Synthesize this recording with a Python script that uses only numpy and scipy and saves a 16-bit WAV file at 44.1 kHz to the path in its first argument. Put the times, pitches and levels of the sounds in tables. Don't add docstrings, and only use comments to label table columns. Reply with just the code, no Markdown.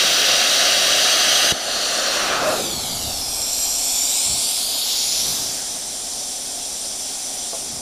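import sys
import numpy as np
from scipy import signal
from scipy.fft import rfft, irfft
from scipy.io import wavfile
from scipy.ndimage import uniform_filter1d

SR = 44100
rng = np.random.default_rng(int(sys.argv[2]) if len(sys.argv) > 2 else 0)


def generate_wav(sig):
    pcm = np.round(np.clip(np.atleast_2d(sig).T, -1, 1) * 32767).astype(np.int16)
    wavfile.write(sys.argv[1], SR, pcm)


N = 344414
FRAME, HOP = 1024, 256
HZ = np.fft.rfftfreq(FRAME, 1 / SR)
FRAME_S = np.arange(N // HOP + 5)[:, None] * HOP / SR
TIME = np.arange(N) / SR

# (frequency [Hz], relative level [dB])
SHOP_SPECTRUM = [(20, -16), (55, 8), (90, -14.5), (170, -11), (255, 5), (330, -4.5), (410, -4), (510, -1),
                 (680, 5.5), (800, 4), (940, -5.5), (1500, -9), (2500, -18.5), (8000, -39)]
# (time [s], level [dB])
SHOP_LEVEL = [(0, -39), (3.1, -36), (4.5, -39.5), (7.8, -42)]
# (frequency [Hz], level before trim [dB])
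FAN_TONES = [(269.2, -54.5), (393.0, -54), (742.9, -51)]
# (time [s], level [dB])
KNOCKS = [(7.532, -23), (7.541, -32), (7.547, -25.5), (7.567, -29)]
# (frequency [Hz], gain [dB], t60 [s])
KNOCK_MODES = [(550, -3.5, 0.046), (667, 0.5, 0.044), (820, -3.5, .045), (1080, -7, 0.033)]
# (time [s], peak [dB], centre [Hz], width [octaves], rise [s], fall [s])
PUFFS = [(1.528, -32, 170, 1.7, 0.003, 0.011), (2.48, -19.5, 612, 0.086, 0.027, 0.036),
         (3.07, -32, 70, 1.3, 0.033, 0.036), (4.3, -32.5, 85, 1.03, 0.023, 0.061),
         (5.3, -35.5, 149, 2.07, 0.12, 0.25), (5.6, -47, 1650, .3, .25, .2),
         (7.78, -39.5, 90, 2.1, 0.17, .1)]

# (nominal frequency [Hz], width [Hz], relative level [dB])
GAP_MODES = [(1440, 400, 2), (2570, 320, 2.5)]
# (time [s], level [dB], pitch [factor])
GAP_WIDENING = [(2.1, -75, 1.08), (2.27, -30, 0.94), (2.5, -34.5, 1.01), (2.72, -42.5, 0.9),
                (2.92, -46, .88), (3.1, -53, .83), (3.3, -85, .78)]
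# (frequency [Hz], relative level [dB])
SPLASH_SPECTRUM = [(250, -3), (480, -2), (620, 0.5), (800, -3), (970, -9), (1200, -0.5), (1550, -2.5),
                   (2200, -7.5)]
# (time [s], level [dB], roll-off frequency [Hz])
SPLASH_PATH = [(1.6, -59, 1400), (2.05, -32, 1400), (2.33, -25, 1350), (2.5, -22.7, 790), (2.62, -27, 500),
               (2.72, -36, 230), (2.82, -37.5, 140), (3.05, -39.5, 106), (3.4, -44, 55), (4.1, -51, 45),
               (4.5, -79, 45.1)]

# (frequency [Hz], relative level [dB])
JET_FRONT_SPECTRUM = [(400, -16.5), (850, -8.5), (1400, -14.5), (1900, -20.5), (2150, -11), (2840, -4.5),
                      (3470, 2), (4410, 3), (5780, -3), (6390, -1), (7270, 2.5), (8060, -4), (12190, -8),
                      (15200, -20)]
JET_AWAY_SPECTRUM = [(500, -10.5), (1200, -22.5), (2160, -13), (2890, -11.5), (3280, -5), (4250, -6.5),
                     (5950, 3.5), (6610, -10), (7370, -0.5), (8090, -7), (8940, 5), (11100, -8),
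                     (12490, -28), (15200, -29)]
# (base level [dB], front spectrum [weight], fizz [dB], echoes [factor])
POSE_FACING = (-26, 1.02, 0.5, 1.0)
POSE_TURNED = (-27.5, 0.1559, -1, 0.3)
# (time [s], half length [s], gain [dB], added tilt [dB/octave], added fizz [dB])
SWINGS = [(3.61, 0.38, 3, 3, -7), (4.258, 0.47, 6.19, 2, -5), (5.125, 0.35, 6.7, 0, 10.5)]
# (nominal frequency [Hz], width [Hz], nominal gain [dB])
BEAM_LOBES = [(3820, 720, 2), (5600, 1200, -4), (7330, 950, 5), (8620, 1060, 4), (10050, 1100, -6.5),
              (11370, 1370, 2), (12920, 600, -1), (14000, 1290, 4)]
# (time [s], pitch [factor], strength [factor])
TIPPING = [(2.68, 1.25, 0.22), (3.2, 1.3, 0.3), (3.41, 1.03, 0.49), (4.11, 0.99, 1.05), (4.41, 1.15, 1.24),
           (4.86, 1.4, 0.49), (5.09, 1.439, 0.73), (5.55, 1.76, 1.2)]
# (frequency [Hz], width [Hz], full gain [dB])
HISS_PEAKS = [(2340, 340, 7.5), (4250, 670, -3.5), (5670, 980, 12), (6400, 510, -7)]
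# (time [s], half length [s], frequency [Hz], glide [octaves/s], width [Hz], gain [dB])
SIDE_LOBES = [(2.8, .06, 4300, -.8, 500, 3.5), (2.94, .06, 4680, -.3, 450, 6.5),
              (2.9, 0.3, 5910, -.2, 320, 4.5), (3.12, .08, 4700, -.8, 350, 4.5),
              (3.2, .15, 5450, -.2, 600, 3), (3.2, .15, 13140, -.59, 1160, 7),
              (3.32, .11, 8320, -.17, 420, 6), (3.32, 0.16, 9810, -.2, 450, 5),
              (3.43, .13, 6920, -.07, 430, -7), (3.6, .38, 13260, 0, 1350, -4.5),
              (3.62, .2, 12360, .16, 1050, 3.9), (3.7, .28, 9600, -.19, 880, -4.1),
              (3.77, 0.36, 3580, .3, 300, -6), (4.09, .15, 13780, -.15, 990, 6.5),
              (4.2, .14, 10800, .5, 1000, -3.5), (4.27, .24, 12380, -0.059, 1350, -7),
              (4.43, .15, 7440, 0.21, 250, 4.6), (4.48, 0.17, 11420, .47, 1010, 8),
              (4.55, .28, 10080, .16, 490, -6.8), (4.6, 0.46, 9410, .22, 700, 2),
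              (4.65, .1, 4750, .57, 440, 5), (4.74, .22, 13800, .08, 1130, 6.5),
              (4.77, 0.19, 5990, .94, 980, -4.5), (4.85, .1, 8870, .23, 1020, -4.5),
              (4.85, .19, 12710, .51, 840, 4.1), (5.03, 0.41, 4460, 0, 5100, 7.5),
              (5.03, .15, 6800, .23, 500, 10), (5.13, .3, 12690, .81, 1280, -5.5),
              (5.33, .08, 13680, -.1, 1150, 8)]
# (start [s], end [s], delay when low [ms], delay when raised [ms], nominal reflection [signed factor])
PLATE_ECHOES = [(2.223, 3.37, .641, 1.221, .13), (2.455, 3.13, .309, .845, -.08),
                (2.659, 3.25, .603, 1.026, -.085), (2.478, 3.33, .651, 1.289, -.11),
                (1.987, 3.604, .567, 1.213, .08)]

# (nominal frequency [Hz], width [Hz], nominal gain [dB])
CAVITY_MODES = [(652, 277, 13), (1180, 72, 3), (1560, 1040, 7), (2770, 430, 7), (3160, 170, 3.5),
                (3820, 250, 4), (4210, 320, 3.5), (4660, 580, 5.5), (5855, 790, 11), (7270, 1300, 9.5),
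                (8710, 1440, 13.5), (10680, 1270, 9), (12350, 400, 2), (14800, 800, 1.5)]
# (time [s], pitch [factor], strength [factor])
GRIP = [(0, 1, 0.87), (.9, 1.01, 1.05), (1.5, 1.05, 1.1), (2.1, 0.98, 0.89), (2.35, 1, 0.7)]
# (frequency [Hz], relative level [dB])
SLOT_AIR_SPECTRUM = [(40, -24), (150, -14), (300, -3), (600, -3.5), (950, -12.5), (1200, -3.5), (2300, -6),
                     (3500, 1.5), (5300, -3.5), (6700, -8.5), (8000, -18), (10000, -17), (13000, -17.5),
                     (15000, -21)]
# (nominal frequency [Hz], width [Hz], full gain [dB])
SLOT_PEAKS = [(2320, 300, -3), (3620, 100, 3), (4050, 190, -1.5), (4360, 490, 5), (7120, 320, 5.5),
              (7700, 800, -2), (8900, 400, 2), (9950, 450, -4), (10900, 500, 2.5), (11650, 350, -2),
              (12300, 400, 5), (13800, 600, -6), (14550, 500, 3)]
# (frequency [Hz], relative level [dB])
ARC_SPECTRUM = [(40, -26), (150, -9), (300, -4.5), (600, -5), (950, -13), (1200, -3.5), (2300, -2.5),
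                (3500, 5), (5300, -0.5), (6700, -7), (8000, -17), (10000, -16.5), (13000, -13.5),
                (15000, -14)]
# (nominal frequency [Hz], width [Hz], nominal gain [dB])
TORCH_PEAKS = [(2400, 200, -2), (3255, 89, 7.5), (3480, 130, -3), (3810, 100, 5.5), (4600, 60, 4),
               (4805, 40, 8), (4890, 60, -5), (5170, 150, 3), (7040, 200, 3.5), (7260, 110, -9)]

ARC_OUT_S, ARC_FADE_S = 1.523, .002
# (start [s], end [s])
SLOT_OPENS_S, UNSEAT_S, JET_CLEAR_S = (1.9, 2.35), (2.14, 2.98), (2.31, 2.6)
LIFT_S, LOWER_S, TURN_AWAY_S = (2.4, 3.4), (3.6, 5.1), (4.28, 5.9)
LEAVE_S, LEAVE_DB_PER_S = 7.6, 13
# (start [s], end [s])
PEAKS_IN_S, PEAKS_OUT_S = (3, 3.31), (4.16, 4.72)


def amp(db):
    return 10 ** (np.asarray(db) / 20)


def decibels(gain):
    return 20 * np.log10(gain + 1e-6)


def ease(start, end):
    u = np.clip((FRAME_S - start) / (end - start), 0, 1)
    return u * u * (3 - 2 * u)


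def follow(rows):
    s, *columns = np.transpose(rows)
    return [np.interp(FRAME_S, s, column) for column in columns]


def colour(points):
    hz, db = np.transpose(points)
    return np.interp(np.log(HZ + 1), np.log(hz + 1), db)


def bell(hz, width, pitch):
    return .5 ** ((2 * (HZ / pitch - hz) / width) ** 2)


def peaks_db(peaks, pitch, strength):
    return strength * sum(db * bell(hz, width, pitch) for hz, width, db in peaks)


def eddies(frames, bins):
    field = rng.standard_normal((len(FRAME_S), len(HZ)))
    field = uniform_filter1d(field, frames, axis=0)
    field = uniform_filter1d(field, bins, axis=1, mode="wrap")
    return field / field.std()


def turbulence(shape_db, level_db, patchy_db=1.0, flutter_db=.3):
    gain = amp(shape_db + patchy_db * eddies(frames=9, bins=12))
    gain = gain / np.sqrt(np.mean(amp(shape_db) ** 2, axis=-1, keepdims=True))
    gain = gain * amp(level_db + flutter_db * eddies(frames=5, bins=400))
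    white = rng.standard_normal((len(FRAME_S) - 1) * HOP)
    spectra = signal.stft(white, nperseg=FRAME, noverlap=FRAME - HOP)[2]
    return signal.istft(spectra * gain.T, nperseg=FRAME, noverlap=FRAME - HOP)[1][:N]


def shop():
    return turbulence(colour(SHOP_SPECTRUM), follow(SHOP_LEVEL)[0], patchy_db=.7)


def fan(trim_db=-2, waver_hz=3):
    out = np.zeros(N)
    for hz, tone_db in FAN_TONES:
        drift = uniform_filter1d(rng.standard_normal(N), size=6000)
        turns = np.cumsum(hz + waver_hz * drift / drift.std()) / SR
        out += amp(trim_db + tone_db) * np.sqrt(2) * np.sin(2 * np.pi * turns)
    return out


def walls(direct, t60=0.049, echoes_per_s=2000, tail_db=-15):
    age = TIME[:SR // 4]
    taps = rng.standard_normal(len(age)) * (rng.random(len(age)) < echoes_per_s / SR)
    taps = taps * (age > .003) * amp(-60 * age / t60)
    return direct + amp(tail_db) * signal.fftconvolve(direct, taps / np.linalg.norm(taps))[:N]


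def knocks(attack_s=.0007):
    out = np.zeros(N)
    for s, db in KNOCKS:
        age = np.maximum(TIME - s, 0)
        attack = 1 - np.exp(-age / attack_s)
        for hz, mode_db, t60 in KNOCK_MODES:
            out += amp(db + mode_db - 60 * age / t60) * attack * np.sin(2 * np.pi * hz * age)
    return out


def puffs():
    out = np.zeros(N)
    bin_hz = np.fft.rfftfreq(N, 1 / SR) + 1
    for s, db, hz, octaves, rise, fall in PUFFS:
        band = np.exp(-.5 * (np.log2(bin_hz / hz) / octaves) ** 2)
        noise = irfft(rfft(rng.standard_normal(N)) * band, N)
        envelope = np.exp(-np.maximum((s - TIME) / rise, (TIME - s) / fall))
        out += amp(db) * noise / noise.std() * envelope
    return out


def gap_ring():
    level_db, pitch = follow(GAP_WIDENING)
    bands = sum(amp(db) * bell(hz, width, pitch) for hz, width, db in GAP_MODES)
    return turbulence(decibels(bands), level_db, flutter_db=.5)


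def splash(fall_octaves=0.9, rise_db_per_octave=4.0):
    level_db, rolloff_hz = follow(SPLASH_PATH)
    octaves = np.log2((HZ + 15) / rolloff_hz)
    bass_db = rise_db_per_octave * np.minimum(octaves + .5, 0)
    treble_db = -5 * (np.maximum(octaves, 0) / fall_octaves) ** 2
    return turbulence(colour(SPLASH_SPECTRUM) + bass_db + treble_db, level_db)


def echo_db(delay_ms, reflection):
    turns = HZ * delay_ms / 1000 + .07 * eddies(frames=14, bins=25)
    reflection = reflection * (1 + .45 * eddies(frames=24, bins=50))
    return 20 * np.log10(abs(1 + np.clip(reflection, -.9, .9) * np.exp(-2j * np.pi * turns)))


def beam_db():
    shape_db = peaks_db(BEAM_LOBES, *follow(TIPPING))
    for s, half_s, hz, octaves_per_s, width, db in SIDE_LOBES:
        age = np.clip(FRAME_S - s, -2, 2)
        passing = np.exp(-(age / half_s) ** 2)
        shape_db += db * passing * bell(hz, width, pitch=2 ** (octaves_per_s * age))
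    return shape_db


def jet(base_tilt=1.56, pivot_hz=6000, fizz_hz=12000, fizz_width_hz=1300, lift_echo=1.2):
    away = ease(*TURN_AWAY_S)
    level_db, aim, fizz_db, echoing = (a + (b - a) * away for a, b in zip(POSE_FACING, POSE_TURNED))
    level_db += decibels(ease(*JET_CLEAR_S))
    level_db -= LEAVE_DB_PER_S * np.maximum(FRAME_S - LEAVE_S, 0)
    tilt = base_tilt
    for s, half_s, gain_db, added_tilt, added_fizz_db in SWINGS:
        on_axis = np.exp(-((FRAME_S - s) / half_s) ** 2)
        level_db += gain_db * on_axis
        tilt += added_tilt * on_axis
        fizz_db += added_fizz_db * on_axis
    shape_db = aim * colour(JET_FRONT_SPECTRUM) + (1 - aim) * colour(JET_AWAY_SPECTRUM) + beam_db()
    shape_db += peaks_db(HISS_PEAKS, pitch=1, strength=ease(*PEAKS_IN_S) * (1 - ease(*PEAKS_OUT_S)))
    shape_db += tilt * np.log2(np.maximum(HZ / pivot_hz, .5))
    shape_db += fizz_db * (.5 + .5 * np.tanh((HZ - fizz_hz) / fizz_width_hz))
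    echoing += lift_echo * np.sin(np.pi * ease(*LIFT_S))
    for start, end, low_ms, raised_ms, reflection in PLATE_ECHOES:
        raised = ease(start, end) * (1 - ease(*LOWER_S))
        shape_db += echo_db(low_ms + (raised_ms - low_ms) * raised, reflection * echoing)
    return turbulence(shape_db, level_db)


def cavity_db():
    return peaks_db(CAVITY_MODES, *follow(GRIP))


def burning():
    return .5 - .5 * np.tanh((TIME - ARC_OUT_S) / ARC_FADE_S)


def slot_air(full_db=-20.5, sag_db=5.5, build_s=0.33, unseat_db=27.5, sink_per_s=0.046):
    pitch = 1 - sink_per_s * (FRAME_S - ARC_OUT_S - build_s)
    slot_db = peaks_db(SLOT_PEAKS, pitch, strength=1 - ease(*SLOT_OPENS_S))
    shape_db = colour(SLOT_AIR_SPECTRUM) + cavity_db() + slot_db
    sag = np.clip(1 - (FRAME_S - ARC_OUT_S) / build_s, 0, 1)
    gap = np.maximum(FRAME_S - UNSEAT_S[0], 0) / (UNSEAT_S[1] - UNSEAT_S[0])
    level_db = full_db - sag_db * sag - unseat_db * gap ** 1.42
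    return turbulence(shape_db, level_db, patchy_db=.9) * (1 - burning())


def arc_collapse(db=-9, deep_db=-30, start_hz=600, end_hz=44, glide_s=.001, fall_s=.0014, deep_s=.015):
    age = np.maximum(TIME - ARC_OUT_S, 0)
    turns = end_hz * age + (start_hz - end_hz) * glide_s * (1 - np.exp(-age / glide_s))
    envelope = amp(db) * np.exp(-age / fall_s) + amp(deep_db) * np.exp(-age / deep_s)
    return -envelope * np.sin(2 * np.pi * turns)


def arc(level_db=-16, sputter=0.053):
    shape_db = colour(ARC_SPECTRUM) + cavity_db() + peaks_db(TORCH_PEAKS, pitch=1.005, strength=0.71)
    roar = turbulence(shape_db, level_db, patchy_db=.7, flutter_db=.2)
    spits = uniform_filter1d(rng.standard_normal(N), size=40)
    return roar * burning() * np.exp(sputter * spits / spits.std() - sputter ** 2)


def scene():
    torch = arc() + slot_air() + splash() + gap_ring() + jet() + arc_collapse()
    mono = walls(torch) + shop() + puffs() + knocks() + fan()
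    return np.array([mono, mono])


def record(dry):
    lowpass = signal.firwin(801, cutoff=15330, window=("kaiser", 9), fs=SR)
    return signal.oaconvolve(dry, lowpass[None], "same")


dry = scene()
out = record(dry)
generate_wav(out)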